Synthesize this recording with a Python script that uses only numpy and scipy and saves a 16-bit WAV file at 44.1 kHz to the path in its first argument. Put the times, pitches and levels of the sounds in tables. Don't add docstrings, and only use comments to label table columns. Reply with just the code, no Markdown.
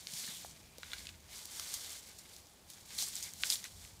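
import sys
import numpy as np
from scipy import signal
from scipy.fft import rfft, irfft
from scipy.io import wavfile
from scipy.ndimage import uniform_filter1d

SR = 44100
rng = np.random.default_rng(int(sys.argv[2]) if len(sys.argv) > 2 else 0)


def wav_record(signal):
    frames = np.transpose(np.atleast_2d(signal))
    bounded = np.clip(frames, -1, 1)
    quanta = np.round(bounded * 32767).astype(np.int16)
    wavfile.write(sys.argv[1], SR, quanta)


N = 176400


def undb(db):
    return 10 ** (np.asarray(db) / 20)


def unit(x):
    return x / np.sqrt(np.mean(x ** 2))


def peak(x):
    return x / np.abs(x).max()


def curve(rows, column):
    rows = np.array(rows)
    return np.interp(np.arange(N) / SR, rows[:, 0], rows[:, column])


def colour(x, points, size=2048):
    hz, db = np.array(points).T
    f = np.maximum(np.fft.rfftfreq(2 * size, 1 / SR), 1)
    gain = undb(np.interp(np.log(f), np.log(hz), db)) * np.minimum(f / hz[0], 1)
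    cepstrum = irfft(np.log(gain))
    cepstrum[1:size] *= 2
    cepstrum[size + 1:] = 0
    impulse = irfft(np.exp(rfft(cepstrum)))[:size]
    return signal.oaconvolve(x, impulse)[:N]


def band(x, hz, octaves, order=1):
    edges = np.minimum(hz * 2 ** (np.array([-.5, .5]) * octaves), [SR / 2 - 2000, SR / 2 - 1000])
    return signal.sosfilt(signal.butter(order, edges, "bandpass", fs=SR, output="sos"), x)


def fade(t60):
    return np.exp(-np.log(1000) * np.arange(SR // 8) / SR / t60)


def ring(hz, t60):
    env = fade(t60)
    return env * np.sin(2 * np.pi * hz * np.arange(len(env)) / SR)


def wander(per_s):
    hold = int(SR / per_s)
    steps = np.repeat(rng.standard_normal(N // hold + 1), hold)
    return unit(uniform_filter1d(steps, hold)[:N])


def add(out, s, x):
    i = max(int(s * SR), 0)
    out[i:i + len(x)] += x[:N - i]


def grains(per_s, scatter_db, size):
    chance = np.clip(per_s / SR, 1 / SR, 1) * np.ones(size)
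    draw = rng.uniform(-1, 1, size) / chance
    hit = np.abs(draw) < 1
    rarity = np.minimum(-np.log(np.abs(draw[hit])), 4.5)
    out = np.zeros(size)
    out[hit] = np.sign(draw[hit]) * undb(scatter_db * rarity) / np.sqrt(chance[hit])
    return out


# (frequency [Hz], relative level [dB])
AIR_SPECTRUM = [(30, -7.5), (70, -1.5), (300, -4.5), (500, -7), (800, -6.5), (1500, -15), (4000, -14),
                (15000, -21)]
def garden_air():
    return unit(colour(rng.standard_normal(N), AIR_SPECTRUM)) * undb(-63.2)


# (time [s], low band level [dB], upper band level [dB])
RUMBLE_LEVELS = [(0, -68, -69), (.3, -80, -66.5), (.58, -62, -66.5), (.8, -68, -70), (1.08, -62, -65.5),
                 (1.3, -66, -75), (2.5, -70, -78.5), (3.15, -67.5, -67), (3.68, -67, -74.5),
                 (3.8, -61, -71), (4, -63, -76)]
def handling_rumble():
    low = unit(band(rng.standard_normal(N), hz=71.3, octaves=.82, order=2))
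    upper = unit(band(rng.standard_normal(N), hz=172, octaves=.59, order=2))
    return low * undb(curve(RUMBLE_LEVELS, 1)) + upper * undb(curve(RUMBLE_LEVELS, 2))


def garden_scatter(near):
    env = fade(t60=.11)
    echoes = rng.standard_normal(len(env)) * env
    return undb(-16) * signal.oaconvolve(near, echoes / np.linalg.norm(echoes))[:N]


SLIPS_PER_S, SLIP_SCATTER_DB = 2600, 2.4
# (start [s], length [s], level [dB])
SOIL_PLOUGHS = [(1.27, 0.82, -64.5)]
def soil():
    out = np.zeros(N)
    for s, length, db in SOIL_PLOUGHS:
        along = np.linspace(0, 1, int(length * SR))
        slips = grains(SLIPS_PER_S, SLIP_SCATTER_DB, len(along))
        crumbs = unit(band(slips, hz=1010, octaves=2.25, order=2))
        swell = np.sqrt(np.abs(np.sin(np.pi * along)))
        add(out, s, undb(db) * swell * crumbs)
    return out


# (time [s], peak level [dB], pitch [Hz], t60 [s])
CLOD_BUMPS = [(.132, -47.5, 155, .08), (.286, -47.5, 170, .08), (.4478, -38, 790, 0.0083),
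              (.7836, -47.5, 500, .017), (1.597, -41.5, 1310, 0.0054), (3.026, -45, 774, 0.013),
              (3.745, -50.5, 70, .1)]
def clod_bumps():
    out = np.zeros(N)
    for s, db, hz, t60 in CLOD_BUMPS:
        env = fade(t60)
        crumbs = peak(band(rng.standard_normal(len(env)) * env, hz, octaves=1.54))
        thud = band(ring(hz, t60) + .5 * crumbs, hz, octaves=1.4)
        add(out, s, undb(db) * peak(thud))
    return out


# (time [s], peak level [dB], pitch [Hz])
STALK_FLICKS = [(.2777, -43, 1800), (1.07, -44.5, 2560), (1.0905, -45.5, 2490), (3.642, -43.5, 1925)]
def stalk_flicks():
    out = np.zeros(N)
    for s, db, hz in STALK_FLICKS:
        add(out, s, undb(db) * ring(hz, t60=.027))
    return out


# (start [s], length [s], level [dB], first pitch [Hz], last pitch [Hz], width [Hz])
SINKING_RESONANCES = [(.15, .27, -51.5, 4870, 2900, 700), (.16, 1.3, -74, 2520, 2230, 130),
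                      (1.52, 0.54, -59.5, 4500, 3000, 800), (3.209, .1, -58, 2300, 2000, 300)]
def sinking_resonances():
    out = np.zeros(N)
    for s, length, db, first_hz, last_hz, width_hz in SINKING_RESONANCES:
        damping = np.exp(-np.pi * width_hz / SR)
        along = np.linspace(0, 1, int(length * SR))
        ticks = grains(SLIPS_PER_S, SLIP_SCATTER_DB, len(along))
        hz = first_hz + (last_hz - first_hz) * along
        phasor = np.exp(2j * np.pi * np.cumsum(hz) / SR)
        gliding_mode = (phasor * signal.lfilter([1], [1, -damping], ticks / phasor)).real
        add(out, s, undb(db) * np.sin(np.pi * along) * unit(gliding_mode))
    return out


# (frequency [Hz], relative level [dB], t60 [s])
RAKE_MODES = [(1470, 3, .036), (1595, 0, .04), (1990, -6, .025), (2300, -5, .035), (2820, -5.5, .035),
              (3430, -1.5, 0.046), (3940, 1.5, 0.044), (4210, -1.5, .025)]
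def rake_head():
    modes = (undb(db + 2 * rng.standard_normal()) * rng.choice([-1, 1]) * ring(hz, t60)
             for hz, db, t60 in RAKE_MODES)
    return peak(sum(modes))


STICK_HZ, DISPERSION_S = 1000, .00056
# (time [s], contact peak [dB], first pitch [Hz], relative head ring [dB])
STICK_CLACKS = [(0.8319, -34, 6200, -1), (.9333, -32.5, 6000, 3.5), (3.4354, -16, 5700, -17),
                (3.6523, -40, 4040, -4), (3.85, -43, 4500, -8)]
def stick_clacks():
    out = np.zeros(N)
    env = fade(t60=.0035) - fade(t60=.0011)
    sinking = np.exp(-np.arange(len(env)) / SR / DISPERSION_S)
    for s, db, first_hz, head_db in STICK_CLACKS:
        hz = STICK_HZ + (first_hz - STICK_HZ) * sinking
        contact = env * np.sin(2 * np.pi * np.cumsum(hz) / SR)
        add(out, s, undb(db) * (peak(contact) + undb(head_db) * rake_head()))
    return out


# (time [s], peak level [dB], pitch [Hz], t60 [ms], relative splinters [dB])
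TWIG_SNAPS = [(0.0709, -24.5, 4500, 1.3, -17), (.1367, -28.5, 5200, 2.5, -5),
              (0.7834, -32.5, 5700, 0.2, -13), (0.918, -34, 3500, 8, -7), (.984, -34, 4500, 2, -11),
              (1.0554, -36, 3800, 1, -10), (1.0698, -30, 3730, 1, -10), (1.0903, -34.5, 3120, 1, -4),
              (1.455, -30.5, 7000, 0.5, -9), (1.5968, -22.5, 5600, 0.5, -6),
              (2.3649, -34.5, 5700, 1.5, -12), (2.47, -43, 6000, 3, -8), (2.7354, -40, 5800, 1, -8),
              (3.0184, -24, 6200, 0.5, -12), (2.9874, -23.5, 4170, 6, -9), (3.0062, -23, 6200, 1, -13),
              (3.024, -22, 5800, 1, -12), (3.0851, -27, 8200, 2, -13), (3.155, -26, 7750, 7, -12),
              (3.1657, -25.5, 5730, 2, -15), (3.2276, -23.5, 6400, 2, -10), (3.3365, -28.5, 6700, 1, -10),
              (3.5015, -14.5, 5040, 6.5, -2.5), (3.5237, -22, 3930, 9.5, -8), (3.5568, -26.5, 4430, 2, -10),
              (3.6418, -28.5, 6000, 2.3, -10)]
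def twig_snaps():
    out = np.zeros(N)
    env = fade(t60=.021)
    for s, db, hz, ring_ms, splinter_db in TWIG_SNAPS:
        fractures = grains(per_s=12000, scatter_db=3, size=len(env)) * env
        splinters = band(fractures, 1.13 * hz, octaves=1.8)
        crack = peak(ring(hz, ring_ms / 1000)) + undb(splinter_db) * peak(splinters)
        add(out, s, undb(db) * peak(band(crack, 1.2 * hz, octaves=2.37, order=2)))
    return out


SCRAPE_FLUTTER_DB, TINE_RING_DB = 2.5, -12.5
# (frequency [Hz], relative level [dB])
SCRAPE_SPECTRUM = [(300, -7.5), (700, -8.5), (1100, -5), (1500, -4), (1750, -5.5), (2200, 1), (2750, -3),
                   (3700, -1), (6500, -9.5), (15000, -26)]
def tine_scrape(db):
    slips = grains(SLIPS_PER_S, SLIP_SCATTER_DB, N) * undb(SCRAPE_FLUTTER_DB * wander(per_s=60))
    tines = unit(signal.oaconvolve(slips, rake_head())[:N])
    grit = unit(colour(slips, SCRAPE_SPECTRUM))
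    return unit(grit + undb(TINE_RING_DB) * tines) * undb(db)


LEAF_GRAINS_PER_S, LEAF_SCATTER_DB, LEAF_FLUTTER_DB, LEAF_HISS_DB = 5500, 2.5, .83, -2
CROWDING_DB = 36
# (frequency [Hz], relative level [dB])
LEAF_SPECTRUM = [(400, -18.5), (950, -16), (1500, -17.5), (2300, -12), (2750, -12), (3200, -3.5),
                 (4200, -1.5), (7000, 0.5), (9000, -2), (12000, -7), (15500, -10.5)]
def leaf_rustle(db):
    per_s = LEAF_GRAINS_PER_S * 10 ** ((db - db.mean()) / CROWDING_DB)
    bands_hz = np.geomspace(700, 14000, 9)
    crackle = np.zeros(N)
    for hz in bands_hz:
        fractures = grains(per_s / len(bands_hz), LEAF_SCATTER_DB, N)
        flutter = undb(LEAF_FLUTTER_DB * wander(per_s=45))
        crackle += np.sqrt(hz) * unit(band(fractures, hz, octaves=.91, order=2)) * flutter
    rustle = unit(crackle) + undb(LEAF_HISS_DB) * rng.standard_normal(N)
    return unit(colour(rustle, LEAF_SPECTRUM)) * undb(db + LEAF_FLUTTER_DB * wander(per_s=90))


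# (time [s], peak level [dB], t60 [s])
LEAF_CRUMPLES = [(.933, -37, 0.059), (1.7392, -23.5, .055), (2.186, -39, .055), (2.7005, -36.5, 0.039),
                 (2.9825, -28, .04)]
def leaf_crumples():
    out = np.zeros(N)
    for s, db, t60 in LEAF_CRUMPLES:
        env = fade(t60) - fade(t60=.001)
        burst = grains(LEAF_GRAINS_PER_S, LEAF_SCATTER_DB / 2, len(env)) * env
        add(out, s, undb(db) * peak(colour(burst, LEAF_SPECTRUM)))
    return out


# (time [s], rustle level [dB], scrape level [dB])
REACH_OUT = [(0, -55, -60), (.055, -57.5, -64), (.11, -49, -59), (.18, -43.5, -56), (.28, -47.5, -54.5),
             (.36, -50.5, -62), (.48, -54, -63), (.57, -63.5, -69.5), (.76, -69, -71)]
DIG_IN = [(.81, -60, -64), (.89, -57.5, -55.5), (.99, -52, -55.5), (1.04, -56, -62), (1.1, -59, -59.5),
          (1.17, -67, -70), (1.26, -66, -68)]
PULL_BACK = [(1.3, -58, -62), (1.366, -47.5, -55), (1.46, -56.5, -68), (1.58, -46.5, -55),
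             (1.69, -47.5, -57), (1.75, -44, -56.5), (1.8, -48.5, -59.5), (1.94, -48.5, -58),
             (2.04, -58.5, -66)]
SHAKE_LOOSE = [(2.08, -54.5, -60), (2.14, -61.5, -67), (2.19, -57, -66), (2.25, -61.5, -69),
               (2.33, -57, -63.5), (2.41, -62, -69), (2.52, -68.5, -80), (2.66, -69.5, -75)]
GATHER_UP = [(2.705, -55.5, -72), (2.75, -58, -63.5), (2.84, -61, -71), (2.91, -52.5, -53.5),
             (2.974, -46.5, -59), (2.99, -37.5, -52), (3.04, -39.5, -56), (3.12, -49, -62.5)]
TUG_FREE = [(3.17, -44, -62), (3.22, -48.5, -63), (3.235, -41.5, -60), (3.285, -50, -53.5),
            (3.315, -57.5, -69), (3.375, -54.5, -66)]
FLING_OVER = [(3.42, -46, -62), (3.45, -39.5, -51), (3.485, -42, -55), (3.51, -36, -48.5),
              (3.533, -34.5, -58), (3.575, -46.5, -63), (3.62, -54.5, -63), (3.655, -50, -53),
              (3.7, -57.5, -69)]
SETTLE_DOWN = [(3.74, -58.5, -68), (3.85, -55, -63), (3.97, -64.5, -77)]
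def rake_strokes():
    strokes = (REACH_OUT + DIG_IN + PULL_BACK + SHAKE_LOOSE
               + GATHER_UP + TUG_FREE + FLING_OVER + SETTLE_DOWN)
    return leaf_rustle(curve(strokes, 1)) + tine_scrape(curve(strokes, 2))


def scene():
    near = rake_strokes() + sinking_resonances() + soil() + leaf_crumples()
    near += twig_snaps() + stalk_flicks() + stick_clacks() + clod_bumps()
    return (near + garden_scatter(near) + handling_rumble() + garden_air())[None]


def record(dry, top_hz=15550):
    return signal.sosfilt(signal.ellip(10, .2, 70, top_hz, fs=SR, output="sos"), dry)


dry = scene()
out = record(dry)
wav_record(out)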